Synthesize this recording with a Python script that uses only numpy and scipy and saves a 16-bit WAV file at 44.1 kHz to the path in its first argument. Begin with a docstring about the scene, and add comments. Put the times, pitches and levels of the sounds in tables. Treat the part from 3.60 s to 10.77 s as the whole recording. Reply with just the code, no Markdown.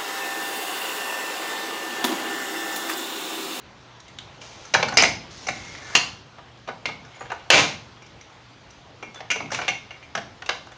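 """Baby gate in a hallway

A hand shuts the gate and works its plastic handle and latch, close to a phone. Each knock is a short
crack that rings the steel bars; rubbing and rattling parts do the same with dense ticks. The frame
shakes after heavier knocks and the latch squeaks. The hallway adds a short tail over hiss and mains hum."""
import sys
import numpy as np
from scipy import signal
from scipy.io import wavfile
from scipy.ndimage import uniform_filter1d

SR = 44100
rng = np.random.default_rng(int(sys.argv[2]) if len(sys.argv) > 2 else 0)


def log_audio(samples):
    """Write samples as a 16-bit WAV file to the path given in sys.argv[1]."""
    # one column per channel
    frames = np.atleast_2d(samples).T
    # limit to full scale, then quantise
    limited = np.clip(frames, -1, 1)
    pcm = np.round(limited * 32767).astype(np.int16)
    wavfile.write(sys.argv[1], SR, pcm)


N = 316197

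# modes of the steel bars and housing: pitch_hz, level_db, free_t60_s
GATE_MODES = [(680, -29, .1), (816, -6, .13), (867, -14.5, 0.11), (1090, -3, 0.033), (1482, 5, 0.16),
              (1768, 0, 0.11), (1890, -28.5, .16), (2200, -22.5, 0.18), (2177, 1.5, 0.54), (2182, 0, 0.49),
              (2270, -14, 0.73), (2550, -27.5, 0.39), (2370, 7.5, 0.22), (2590, -8, 1), (2810, 9, 0.23),
              (2790, -3.5, 0.11), (3020, -10, 0.64), (3260, -48, 0.12), (3370, -32, .3), (3760, -44, 0.27),
              (3995, -1.5, 0.11), (4480, -4, 0.15), (4640, -21, 0.13), (5220, -23, 0.14),
              (6090, -0.5, 0.27), (5935, -17, 0.18), (5800, -12, 0.2), (6000, -17, .13)]
MODE_HZ = np.transpose(GATE_MODES)[0]
HOUSING_MODES = MODE_HZ < 1300


def amp(db):
    return 10 ** (np.asarray(db) / 20)


def unit_rms(x):
    return x / np.sqrt(np.mean(x ** 2) + 1e-20)


def unit_peak(x):
    return x / abs(x).max()


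def curve_at(points, hz):
    point_hz, value = np.transpose(points)
    return np.interp(np.log(hz + 1), np.log(point_hz + 1), value)


def add(mix, start_s, sound):
    part = mix[round(start_s * SR):][:len(sound)]
    part += sound[:len(part)]


def band(x, lo_hz, hi_hz):
    return signal.sosfilt(signal.butter(2, [lo_hz, hi_hz], "band", fs=SR, output="sos"), x)


def resonate(x, hz, width_hz):
    """One complex pole, unity gain at resonance."""
    radius = np.exp(-np.pi * width_hz / SR)
    return 2 * signal.lfilter([1 - radius], [1, -radius * np.exp(2j * np.pi * hz / SR)], x).real


def room_tone():
    """Hiss with faint drifting patches, plus wavering mains hum."""
    # hiss spectrum: freq_hz, density_db
    hiss_spectrum = [(15, -64), (25, -29), (52, -1), (124, -6.5), (147, 0), (182, -11), (323, -9),
                     (356, -11.5), (534, -12), (862, -11.5), (2470, -19.5), (3290, -19), (6740, -29.5),
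                     (7600, -25), (9880, -58), (16700, -120)]
    # hiss envelope: time_s, level_db
    hiss_envelope = [(0, -50), (1.2, -46.5), (2.3, -45.5), (2.7, -50.5), (3.8, -49), (4.6, -49.5),
                     (5.4, -50.5), (6.1, -50), (7.17, -49)]
    # mains hum: pitch_hz, level_db, waver_ratio
    mains = (119.5, -59.5, 0.36)
    hum_hz, hum_db, waver_ratio = mains
    t, bin_hz = np.arange(N) / SR, np.fft.rfftfreq(1024, 1 / SR)
    real, imag, patches = rng.standard_normal((N // 256 + 5, 513, 3)).T
    patch_db = 1.6 * unit_rms(uniform_filter1d(uniform_filter1d(patches, 14, 0), 12, 1))
    spectra = (real + 1j * imag) * amp(curve_at(hiss_spectrum, bin_hz)[:, None] + patch_db)
    hiss = signal.istft(spectra, nperseg=1024, noverlap=768)[1][:N]
    hiss_db = np.interp(t, *np.transpose(hiss_envelope)) - 0.5
    waver = unit_rms(resonate(rng.standard_normal(N), hum_hz, width_hz=5.1))
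    hum = np.sin(2 * np.pi * hum_hz * t) + waver_ratio * waver
    return amp(hiss_db) * unit_rms(hiss) + amp(hum_db) * unit_rms(hum)


def bars(weights_db, t60_scale, length_s=.3):
    """Tap response of three nearly alike bars, modes weighted by where the tap lands."""
    hz, db, t60_s = np.float32(GATE_MODES).T[:, :, None]
    t = np.arange(round(length_s * SR), dtype=np.float32) / SR
    phase = 2 * np.pi * hz * t
    detuned = sum(np.sin(phase * np.float32(1 + 0.018 * rng.standard_normal(hz.shape))) for _ in range(2))
    decay = np.exp(-6.9078 * t / (t60_s * t60_scale))
    return unit_peak(amp(db[:, 0] + weights_db) @ (decay * (np.sin(phase) + 1.65 * detuned)))


def knocks():
    """A crack in three bands with two plastic tones; its onset rings the bars."""
    # blows: start_s, level_db, pitch_hz, edge_hz, hollow_db, edge_db, ring_db (last three re level_db)
    blows = [(0.4018, -47.5, 1220, 3970, -9, 13, -14), (0.481, -40.5, 2210, 3760, -12, 2.5, -3),
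             (0.587, -27, 3250, 3600, -33, 1.5, -25), (0.815, -32, 2940, 5200, -8, -3, -5),
             (1.0515, -36.5, 1190, 6100, -16, 4, -4), (1.1389, -7, 2330, 3950, -8.5, 3, -11),
             (1.1469, -6, 1550, 4300, -3.5, -31, -16), (1.1974, -29.5, 2140, 5580, 11, -8, -9),
             (1.228, -7.5, 2290, 4180, -5.5, -9.5, -17), (1.2843, -21.5, 1300, 4430, -7, 3, -3),
             (1.3232, -24.5, 1420, 3860, 3.5, -5, -7), (1.339, -36, 1860, 6200, 9, 10, 1),
             (1.3718, -5.5, 2130, 5120, -3, 9, 3), (1.3844, -4, 2170, 5070, -13, -14, -2.5),
             (1.402, -6.5, 2200, 6020, -11, -23, -15), (1.423, -7, 2110, 6000, -0.5, 5, -19),
             (1.4355, -6, 2140, 6160, -9.5, -16, -10), (1.4524, -11.5, 2150, 3580, -10, -7, -4),
             (1.8693, -26.5, 2240, 5960, -1, 6.5, 1), (1.8862, -14.5, 2010, 3820, -4, -2.5, -3),
             (2.15, -30, 2070, 3850, -23, -4, -22), (2.3519, -1, 2870, 4260, -17.5, 1, -3),
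             (2.362, -9.5, 2750, 4300, -11.5, 0, -13), (2.7835, -43.5, 1470, 3440, 10.5, -1, -16),
             (3.0758, -32.5, 2360, 5680, 5, -5, -3), (3.0872, -30, 1770, 3740, 9, -8, -10),
             (3.2558, -14, 2240, 3400, -15.5, -6.5, -2), (3.2875, -34.5, 2820, 3670, 10, -22, -17),
             (3.4488, -42.5, 1410, 5350, -18, 1, 0), (3.563, -45, 1230, 3990, 2, -1, -6),
             (3.608, -35, 1250, 6670, 8, -5, -11), (3.6552, -37.5, 1430, 4080, 3, -17, -4),
             (3.7022, -27, 1460, 3660, 1, -18, -6), (3.7177, -29.5, 1480, 3700, 11, 1.5, -1),
             (3.7965, -46, 2170, 3960, -14, -20, 6), (3.9027, 4, 2650, 4200, -11, 0, -7),
             (4.4214, -46, 2150, 5730, 6, 5.5, 5), (4.4633, -45, 2150, 5440, -13, 3, -4),
             (4.6117, -37.5, 2140, 5820, -11, 4.5, -22), (5.1045, -50.5, 2930, 5970, -12, 12.5, 0),
             (5.4269, -29, 2400, 5530, 2, -4, -1.5), (5.5448, -33.5, 1280, 6240, -14, 0, -11),
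             (5.6051, -28, 1800, 4010, -0.5, -21, -19), (5.7028, -21, 2330, 3360, -30, 6.5, 8),
             (5.7131, -15.5, 2360, 6060, -14, 2, 2.5), (5.7589, -25, 2330, 6000, 0.5, -2, 2),
             (5.803, -27, 1990, 3820, 4, -16, -6), (5.8574, -35, 2150, 3500, -1.5, -18, -11),
             (5.9045, -31, 1350, 5700, -17, -0.5, 1), (5.9178, -23, 1710, 5770, -0.5, 1, -8),
             (5.946, -17, 2550, 3500, -33, 0.5, -8), (5.9889, -21, 1230, 3860, -1, -3.5, -21),
             (6.0163, -20.5, 1230, 5710, -18, -8, -17), (6.0804, -13.5, 2850, 3300, -8.5, -3, -2.5),
             (6.0872, -17, 2260, 5800, -8, -4.5, 4), (6.3079, -34, 2240, 4160, -4.5, -8, 6),
             (6.4278, -41.5, 2330, 3750, -26, -9, 7.5), (6.552, -15, 1440, 5630, -8, -5, -14),
             (6.5754, -23.5, 1500, 4000, -0.5, -19, -12), (6.8219, -24, 1430, 3500, -10, -12, -18),
             (6.8614, -27.5, 2660, 3670, -7, 2, -15), (6.8914, -10.5, 1470, 3720, -11, -13, -12),
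             (6.955, -38, 1460, 3700, -5, -2, -8), (7.0695, -46.5, 1250, 4000, 11, 9, -16),
             (7.1187, -37, 1490, 3430, -4.5, -2, -5)]
    # air in the plastic housing: pitch_hz, width_hz, level_db
    air_modes = [(775, 116, 1.5), (449, 65, -5)]
    rise_s, spike_gain, push_samples = .0016, 1.81, 400
    out, t = np.zeros(N), np.arange(4096) / SR
    for start_s, level_db, pitch_hz, edge_hz, hollow_db, edge_db, ring_db in blows:
        burst = rng.standard_normal(len(t)) * (1 - np.exp(-t / rise_s))
        burst += spike_gain * signal.unit_impulse(len(t))
        crack_t60_s = .045 * amp(0.33 * ring_db)  # more ring, longer crack
        crack = burst * amp(-60 * t / crack_t60_s)
        tock = unit_peak(band(crack, 910, 3840) + 3.8 * resonate(crack, pitch_hz, 360))
        edge = unit_peak(band(crack, 3250, 13400) + 2.2 * resonate(crack, edge_hz, 270))
        dull = band(burst * amp(-60 * t / 0.061), 400, 1520)
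        air = sum(amp(db) * resonate(dull, hz, width_hz) for hz, width_hz, db in air_modes)
        hollow = unit_peak(dull + air)
        add(out, start_s, amp(level_db) * (tock + amp(hollow_db) * hollow + amp(edge_db) * edge))

        # the struck place favours modes near its two pitches
        near_pitch = amp(-40 * abs(np.log2(MODE_HZ / pitch_hz)))
        near_edge = amp(edge_db - 4.5 - 60 * abs(np.log2(MODE_HZ / edge_hz)))
        weights_db = 20 * np.log10(near_pitch + near_edge + 0.34) + .5 * hollow_db * HOUSING_MODES
        weights_db += 2 * rng.standard_normal(len(MODE_HZ))
        onset = crack[:push_samples]
        push = 0.48 * onset / np.linalg.norm(onset) + signal.unit_impulse(push_samples)
        t60_scale = max(.7 - .033 * max(level_db + 15, 0), .1)  # harder blows are gripped harder
        ring = signal.fftconvolve(push, bars(weights_db, t60_scale, length_s=.22))
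        add(out, start_s, amp(level_db + ring_db) * unit_peak(ring))
    return out


def rubs():
    """Dense uneven ticks, heard directly, through the rubbed part and through the bars."""
    # strokes: start_s, length_s, first_db, last_db, pitch_hz, hollow_db, edge_db, ring_db
    # (last three re stroke level)
    strokes = [(0.805, 0.46, -46, -54, 2410, -4, 3, 1), (1.7, 0.22, -51, -49, 2240, -6, 8.5, 2),
               (1.94, 0.24, -42, -44.5, 2170, -14, 1.5, 10), (2.21, 0.18, -46.5, -37, 1720, 2, 1, 11),
               (3.5, 0.066, -55, -47, 2100, 4, -10, 5), (3.609, .02, -47, -55, 1960, 17, -4, 9),
               (3.905, 0.097, -9.5, -13.5, 2400, 2, -6, 2), (5.545, .04, -47, -52, 1650, 11, -4, 5),
               (5.915, 0.035, -24.5, -30.5, 2200, 2, -3, 3), (6.012, 0.019, -24, -35.5, 2230, 6.5, -14, 5)]
    ticks_per_s, rise_s, fade_db_per_s, bars_db = 5000, .01, 199.5, -18
    out, t = np.zeros(N), np.arange(SR // 2) / SR
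    for start_s, length_s, first_db, last_db, pitch_hz, hollow_db, edge_db, ring_db in strokes:
        level_db = np.interp(t, [0, length_s], [first_db, last_db])
        level_db -= fade_db_per_s * np.maximum(t - length_s, 0)
        ticks = rng.standard_normal(len(t)) * amp(1.3 * rng.exponential(1, len(t)))
        ticks *= rng.random(len(t)) < ticks_per_s / SR
        ticks = unit_rms(ticks) * amp(level_db) * np.minimum(t / rise_s, 1)
        hollow = amp(hollow_db) * band(ticks, 370, 1900)
        edge = amp(edge_db) * band(ticks, 2710, 8300)
        part_tone = amp(ring_db) * resonate(ticks, pitch_hz, 140)
        add(out, start_s, band(ticks, 1350, 4080) + hollow + edge + part_tone)
        # light ticks hardly move the housing
        ring = bars(-9 * HOUSING_MODES - 22 * abs(np.log2(MODE_HZ / pitch_hz)), t60_scale=0.55)
        add(out, start_s, amp(ring_db + bars_db) * signal.fftconvolve(ticks, ring / np.linalg.norm(ring)))
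    return out


def frame_thuds():
    """The frame shakes after heavier knocks: low noise that swells and dies."""
    # frame shakes: start_s, peak_db, rise_s
    shakes = [(1.14, -29.5, .01), (1.228, -33.5, .01), (1.32, -36, 0.0055), (1.372, -27, 0.0087),
              (1.423, -27, 0.018), (1.875, -36, 0.012), (2.352, -34.5, 0.0033), (2.8, -49, 0.012),
              (3.081, -41, 0.0091), (3.256, -38, 0.0074), (3.92, -25, 0.09), (5.43, -44.5, .01),
              (5.713, -40, 0.013), (5.803, -34.5, .01), (5.92, -38.5, .01), (6.087, -38.5, 0.015),
              (6.552, -35.5, .015), (6.891, -47, .005)]
    t60_s = .37
    out, t = np.zeros(N), np.arange(SR // 3) / SR
    for start_s, peak_db, rise_s in shakes:
        shake = rng.standard_normal(len(t)) * (1 - np.exp(-t / rise_s)) * amp(-60 * t / t60_s)
        add(out, start_s, amp(peak_db) * unit_peak(band(band(shake, 95, 313), 76, 420)))
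    return out


def latch_squeaks():
    """Thin, fuzzy whistles of narrowband noise."""
    # squeaks: start_s, length_s, pitch_hz, level_db
    squeaks = [(3.546, 0.028, 6820, -60), (3.592, 0.042, 6820, -52.5), (3.595, 0.068, 7300, -62),
               (4.353, 0.062, 3340, -63), (5.545, 0.059, 3460, -52)]
    out, width_hz = np.zeros(N), 120
    for start_s, length_s, pitch_hz, level_db in squeaks:
        narrow = resonate(rng.standard_normal(8192), pitch_hz, width_hz)
        whistle = resonate(narrow, pitch_hz, width_hz)[:round(length_s * SR)]
        add(out, start_s, amp(level_db) * unit_rms(whistle) * signal.windows.tukey(len(whistle), .3))
    return out


def hallway(x):
    """Sparse reflections of random sign, each band dying at its own rate; three tails crossfade."""
    # hallway decay: freq_hz, t60_s
    decay_times = [(100, 0.91), (300, 0.23), (700, 0.44), (1840, 0.34), (4850, 0.42), (8000, 0.32)]
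    turns_per_s, slot_samples = 7, 16
    out, turn = np.zeros(N), np.arange(N) / SR * turns_per_s
    slots = np.arange(200, SR - 20, slot_samples)
    for k in range(3):
        taps = np.zeros(SR)
        taps[slots + rng.integers(0, slot_samples, len(slots))] = rng.choice([-1., 1.], len(slots))
        hz, t, spectra = signal.stft(taps, SR, nperseg=256)
        decay = amp(-60 * t / curve_at(decay_times, hz)[:, None])
        tail = signal.istft(spectra * decay, SR, nperseg=256)[1]
        share = np.cos(np.pi * (turn + k) / 3) * np.sqrt(2 / 3)
        out += signal.oaconvolve(x * share, tail / np.linalg.norm(tail))[:N]
    return out


def scene():
    """Gate, hallway tail and room tone; mono."""
    hallway_db = -5.5
    gate = knocks() + frame_thuds() + rubs() + latch_squeaks()
    return (gate + amp(hallway_db) * hallway(gate) + room_tone())[None]


def record(dry):
    """Phone: a limiter holds loud blows down, a low sample rate mirrors the treble, peaks clip."""
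    # phone response: freq_hz, gain_db
    response = [(20, 0.5), (6500, 2.5), (7200, -5), (7700, -13), (8000, -24), (8300, -16.5), (9200, -19),
                (10000, -36), (10500, -89.5)]
    limit_db, release_db_per_s, clip_level = -8, 200, .97
    phone_rate_hz, cutoff_hz = 16000, 16000
    t, hz = np.arange(N) / SR, np.linspace(0, SR / 2, 1025)
    level_db = 10 * np.log10(abs(signal.lfilter(np.ones(90) / 90, 1, dry ** 2)) + 1e-12)
    release_db = release_db_per_s * t
    held_db = np.maximum.accumulate(level_db + release_db, axis=1) - release_db
    limited = dry / amp(np.maximum(held_db - limit_db, 0))
    baseband = signal.oaconvolve(limited, signal.firwin(511, phone_rate_hz / 2, fs=SR)[None], "same")
    mirrored = baseband * (1 + 2 * np.cos(2 * np.pi * phone_rate_hz * t))
    response_fir = signal.firwin2(1023, hz, amp(curve_at(response, hz)), fs=SR)
    shaped = signal.oaconvolve(mirrored, response_fir[None], "same")
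    shaped = signal.sosfilt(signal.butter(4, 42, "high", fs=SR, output="sos"), shaped)
    clipped = shaped / (1 + abs(shaped / clip_level) ** 14) ** (1 / 14)
    lowpass_fir = signal.firwin(511, cutoff_hz, window=("kaiser", 9), fs=SR)
    return signal.oaconvolve(clipped, lowpass_fir[None], "same")


dry = scene()
out = record(dry)
log_audio(out)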